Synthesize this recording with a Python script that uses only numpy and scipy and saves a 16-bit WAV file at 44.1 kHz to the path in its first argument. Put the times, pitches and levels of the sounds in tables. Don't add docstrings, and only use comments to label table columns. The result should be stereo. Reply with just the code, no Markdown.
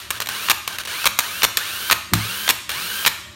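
import sys
import numpy as np
from scipy import signal
from scipy.fft import rfft, irfft
from scipy.io import wavfile

SR = 44100
rng = np.random.default_rng(int(sys.argv[2]) if len(sys.argv) > 2 else 0)


def gain_from_decibels(decibels):
    exponent = np.asarray(decibels, float) / 20
    return 10 ** exponent


def unload_audio(sound):
    columns = np.transpose(np.atleast_2d(sound))
    steps = np.round(np.clip(columns, -1, 1) * 32767)
    wavfile.write(sys.argv[1], SR, steps.astype(np.int16))


N = 147735

# f/Hz, density/dB per Hz
AIR_HUM = [(15, -45), (25, -30), (80, 11.5), (135, -20.5), (386, 3.5), (447, -48), (570, 1.5), (775, -14.5),
           (1200, 2), (1560, -53), (2640, -120)]
# f/Hz, level/dB, T60/s
DUCT_MODES = [(64, -8.5, 0.34), (107.1, -3, 0.33), (114.6, -8.5, 0.15), (171.2, -7.5, 0.31),
              (214.5, -7.5, 0.21), (272.9, -8.5, 0.16), (324.8, -3, 0.099), (420, -25, 0.059)]
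# t/s, level/dB
BUMPS = [
    (2.117, -10.5),
    (2.128, -2.5),
    (2.146, -9.5),
    (2.184, -15),
]
# f/Hz, T60/s
ROOM_T60 = [(200, .3), (530, 0.3), (1390, 0.69), (3680, 0.79), (8000, 0.83), (12000, 0.46), (16000, 0.29)]
# start t/s, stop t/s, top gear-mesh f/Hz, level/dB
TRIGGER_PULLS = [(.104, 0.182, 1346, -34.5), (0.212, 0.226, 800, -26.5), (0.289, 0.491, 1630, -29.5),
                 (.677, 0.764, 703.5, -32.5), (0.784, .815, 689, -30), (0.853, 0.858, 705, -28),
                 (0.873, 1.048, 1598, -29), (1.194, 1.46, 1610, -31), (1.577, 1.911, 1653, -30),
                 (2.139, 2.484, 1640, -29.5), (2.692, 3.055, 1664, -29)]
# multiple of the mesh frequency, level/dB
MESH_OVERTONES = [(1, -7), (2, -5.5), (3, -11), (4, -11)]
# f/Hz, density/dB per Hz
GRIND_SPECTRUM = [(180, -54), (300, -13.5), (796, -15.5), (1520, -2), (1980, -9), (2890, -4.5),
                  (7660, -13.5), (9190, -13), (15600, -20)]
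# f/Hz, width/Hz, lift/dB
HOUSING = [(1600, 300, 1), (3000, 400, 1), (3915, 60, 4), (4300, 500, 1.5), (9300, 1100, 4)]
# t/s, peak level/dB
CLACKS = [(.1045, -2), (.109, -6), (.2025, -4), (.22, -8), (.259, -14), (.271, -9), (.288, -5), (.297, -14),
          (.677, -3), (.785, -7), (.835, -19), (.851, -15), (.874, -17), (1.178, -20), (1.189, 6),
          (1.193, -4), (1.204, -8), (1.571, 4), (1.575, -5), (1.587, -10), (2.135, 5), (2.14, -4),
          (2.152, -9), (2.693, -7), (2.702, -10), (2.716, -11)]
# t/s, peak level/dB
THUDS = [(.485, -4), (1.0425, -7), (1.42, -5), (1.8988, -2), (2.4775, -3), (3.0495, -2)]
# t/s, peak level/dB
RATTLE = [(.498, 3), (.507, 1), (.514, 3), (1.056, 0), (1.066, -3), (1.072, 2), (1.432, 3), (1.441, 1),
          (1.448, 3), (1.911, 3), (1.92, 1), (1.927, 3), (2.490, 2), (2.499, 0), (2.506, 3), (3.062, 3),
          (3.070, 0), (3.077, 3)]
# f/Hz, density/dB per Hz
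HIT_SPECTRUM = [(150, -12.5), (250, -16.5), (1190, 2.5), (2410, 3.5), (4120, 2), (4980, -3.5),
                (10100, -3.5), (14300, -5), (15600, -19)]
# f/Hz, level/dB, T60/s
CUP_MODES = [(1300, -6, .015), (2600, -3, .02), (3900, -3, .02), (5700, -6, .03), (6750, -8, .035),
             (7400, -6, .04), (8300, -6, .04), (14600, -6, .015)]
# f/Hz, width/Hz, depth/dB
DIPS = [(2000, 89, 5), (5010, 160, 7.5), (7920, 1500, 7), (10408, 1180, 9.5)]


def rms_one(x):
    return x / np.sqrt(np.mean(x ** 2) + 1e-20)


def at_hz(points, hz):
    table = np.array(points)
    return np.interp(np.log(hz), np.log(table[:, 0]), table[:, 1])


def colour(x, points, skirt_db):
    size = 8192
    hz = np.maximum(np.arange(size // 2 + 1) * SR / size, 5)
    db = at_hz(points, hz) + skirt_db * np.minimum(np.log2(hz / points[0][0]), 0)
    cepstrum = irfft(np.log(gain_from_decibels(db)))
    cepstrum[1:size // 2] *= 2
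    cepstrum[size // 2 + 1:] = 0
    response = irfft(np.exp(rfft(cepstrum)))
    return signal.fftconvolve(x, response / np.sqrt(np.sum(response ** 2)))[:len(x)]


def lift(x, table, sign):
    for hz, width_hz, db in table:
        region = signal.lfilter(*signal.iirpeak(hz, hz / width_hz, SR), x)
        x = x + (gain_from_decibels(sign * db) - 1) * region
    return x


def cut(x, hz, kind):
    return signal.sosfilt(signal.butter(4, hz, kind, fs=SR, output="sos"), x)


def drift(rate_hz):
    r = np.exp(-2 * np.pi * rate_hz / SR)
    noise = rng.standard_normal(N + SR)
    return rms_one(signal.lfilter([1], [1, -2 * r, r * r], noise)[SR:])


def ring(x, hz, t60):
    r = gain_from_decibels(-60 / (t60 * SR))
    w = 2 * np.pi * hz / SR
    return signal.lfilter([0, np.sin(w)], [1, -2 * r * np.cos(w), r * r], x + 1e-18)


def bursts(rows, rise_s, fall_s):
    t, env = np.arange(N) / SR, np.zeros(N)
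    for start, db in rows:
        age = np.maximum(t - start, 0)
        env += gain_from_decibels(db) * (1 - np.exp(-age / rise_s)) * np.exp(-age / fall_s)
    return env


def grains(spread_db):
    return rms_one(rng.standard_normal(N) * gain_from_decibels(spread_db * rng.standard_normal(N)))


def air_hum():
    return gain_from_decibels(-49.5) * colour(rng.standard_normal(N), AIR_HUM + [(3000, -95)], skirt_db=8)


def microphone_hiss():
    return gain_from_decibels(-61) * cut(rng.standard_normal(N), 1500, "high")


def duct():
    stir = rng.standard_normal(N)
    hum = rms_one(sum(ring(stir, hz, 0.34) for hz, _, _ in DUCT_MODES[1:5]))

    shake_db = -34
    push = np.zeros(N)
    for start, db in BUMPS + [(s, db + shake_db) for s, db in RATTLE]:
        push[int(start * SR)] = gain_from_decibels(db)
    push = signal.fftconvolve(push, np.hanning(int(0.00065 * SR)) / (0.0013 * SR))[:N]

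    panel = np.zeros(N)
    for k, (hz, db, t60) in enumerate(DUCT_MODES):
        panel += gain_from_decibels(db + 2 * drift(40)) * ring(push, hz, t60) * (-1) ** k
    return panel + gain_from_decibels(-51) * hum


def room(x):
    room_db, tilt_db, build_s = -9, -0.5, 0.0013
    earlier_db = -35
    t, out = np.arange(SR) / SR, np.zeros(N)
    edges = 100 * 2. ** np.arange(0, 8, .5)
    for low, high in zip(edges, edges[1:]):
        sos = signal.butter(2, [low, min(high, 20000)], "band", fs=SR, output="sos")
        hz = np.sqrt(low * high)
        fall = gain_from_decibels(-60 * t / at_hz(ROOM_T60, hz))
        tail = fall * (1 - np.exp(-t / build_s))
        response = signal.sosfilt(sos, rng.standard_normal(SR)) * tail / np.sqrt(np.sum(tail ** 2))
        out += gain_from_decibels(room_db + tilt_db * np.log2(hz / 1000)) * signal.fftconvolve(x, response)[:N]
        earlier = fall * signal.sosfilt(sos, rng.standard_normal(SR))
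        out[:SR] += gain_from_decibels(earlier_db + at_hz(HIT_SPECTRUM, hz) + 4.5) * earlier
    return out


def motor():
    head_start_s, spin_up_s, run_down_s = .045, .115, .007
    t, hz, gain = np.arange(N) / SR, np.full(N, 300.), np.zeros(N)
    for start, stop, top_hz, db in TRIGGER_PULLS:
        speed = 1 - np.exp(-(np.maximum(t - start, 0) + head_start_s) / spin_up_s)
        on = t >= start
        hz = np.where(on, top_hz * speed, hz)
        gain = np.where(on, gain_from_decibels(db) * np.exp(-np.maximum(t - stop, 0) / run_down_s), gain)
    phase = 2 * np.pi * np.cumsum(hz * (1 + .005 * drift(60.7))) / SR

    whine = np.zeros(N)
    for multiple, db in MESH_OVERTONES:
        whine += gain_from_decibels(db + 3 * drift(45)) * np.sin(round(multiple) * phase)
    whine = cut(cut(whine, 4800, "low"), 4800, "low")
    whine = signal.lfilter(*signal.butter(2, 1200, "high", fs=SR), whine)

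    shaft_phase = .133 * phase
    grind = grains(3.1) * gain_from_decibels(0.5 * drift(100)) * (1 + 0.1 * np.sin(shaft_phase))
    shaft = gain_from_decibels(-27 + 9 * (t > 2.13) + 4 * drift(25)) * np.sin(shaft_phase)
    hiss = gain_from_decibels(2) * (hz / 1600) ** 2 * cut(grains(3.0), 8200, "high")
    housed = lift(colour(grind, GRIND_SPECTRUM, skirt_db=30) + whine, HOUSING, 1)
    return gain * (housed + shaft + hiss)


def clatter():
    chatter_lag_s, chatter_s = .013, .021
    t, loose = np.arange(N) / SR, np.zeros(N)
    for stop, _ in THUDS:
        age = t - stop - chatter_lag_s
        loose += (age > 0) * np.exp(-(age / chatter_s) ** 6)

    env = gain_from_decibels(-6.5) * bursts(CLACKS, 0.00048, .002)
    env += gain_from_decibels(-8) * bursts(RATTLE, 0.00044, .0015)
    env += gain_from_decibels(-16.5 + 1.07 * drift(310)) * loose
    contacts = env * rng.choice([-1, 1], N) * gain_from_decibels(4 * rng.standard_normal(N))

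    crack = gain_from_decibels(-4.5) * cut(bursts(CLACKS + RATTLE, .0003, .0006) * grains(4.0), 7000, "high")
    cup = sum(gain_from_decibels(db - 34) * ring(contacts, hz, t60) for hz, db, t60 in CUP_MODES)
    dull = signal.butter(2, [800, 4000], "band", fs=SR, output="sos")
    thud = gain_from_decibels(4) * signal.sosfilt(dull, bursts(THUDS, .0004, .0025) * grains(2.5))
    return colour(contacts, HIT_SPECTRUM, skirt_db=-4) + cup + thud + crack


def scene():
    drill = motor() + clatter()
    mono = drill + room(drill) + duct() + air_hum() + microphone_hiss()
    return np.array([mono, mono])


def low_pass(x):
    return signal.sosfilt(signal.butter(12, 16460, fs=SR, output="sos"), x)


def record(dry):
    clip_top = 2.53
    x = lift(cut(dry, 48, "high"), DIPS, -0.64)
    x = clip_top * np.tanh(x / clip_top)
    x = signal.sosfilt(signal.cheby2(16, 50, 16350, fs=SR, output="sos"), x)
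    return low_pass(x)


dry = scene()
out = record(dry)
unload_audio(out)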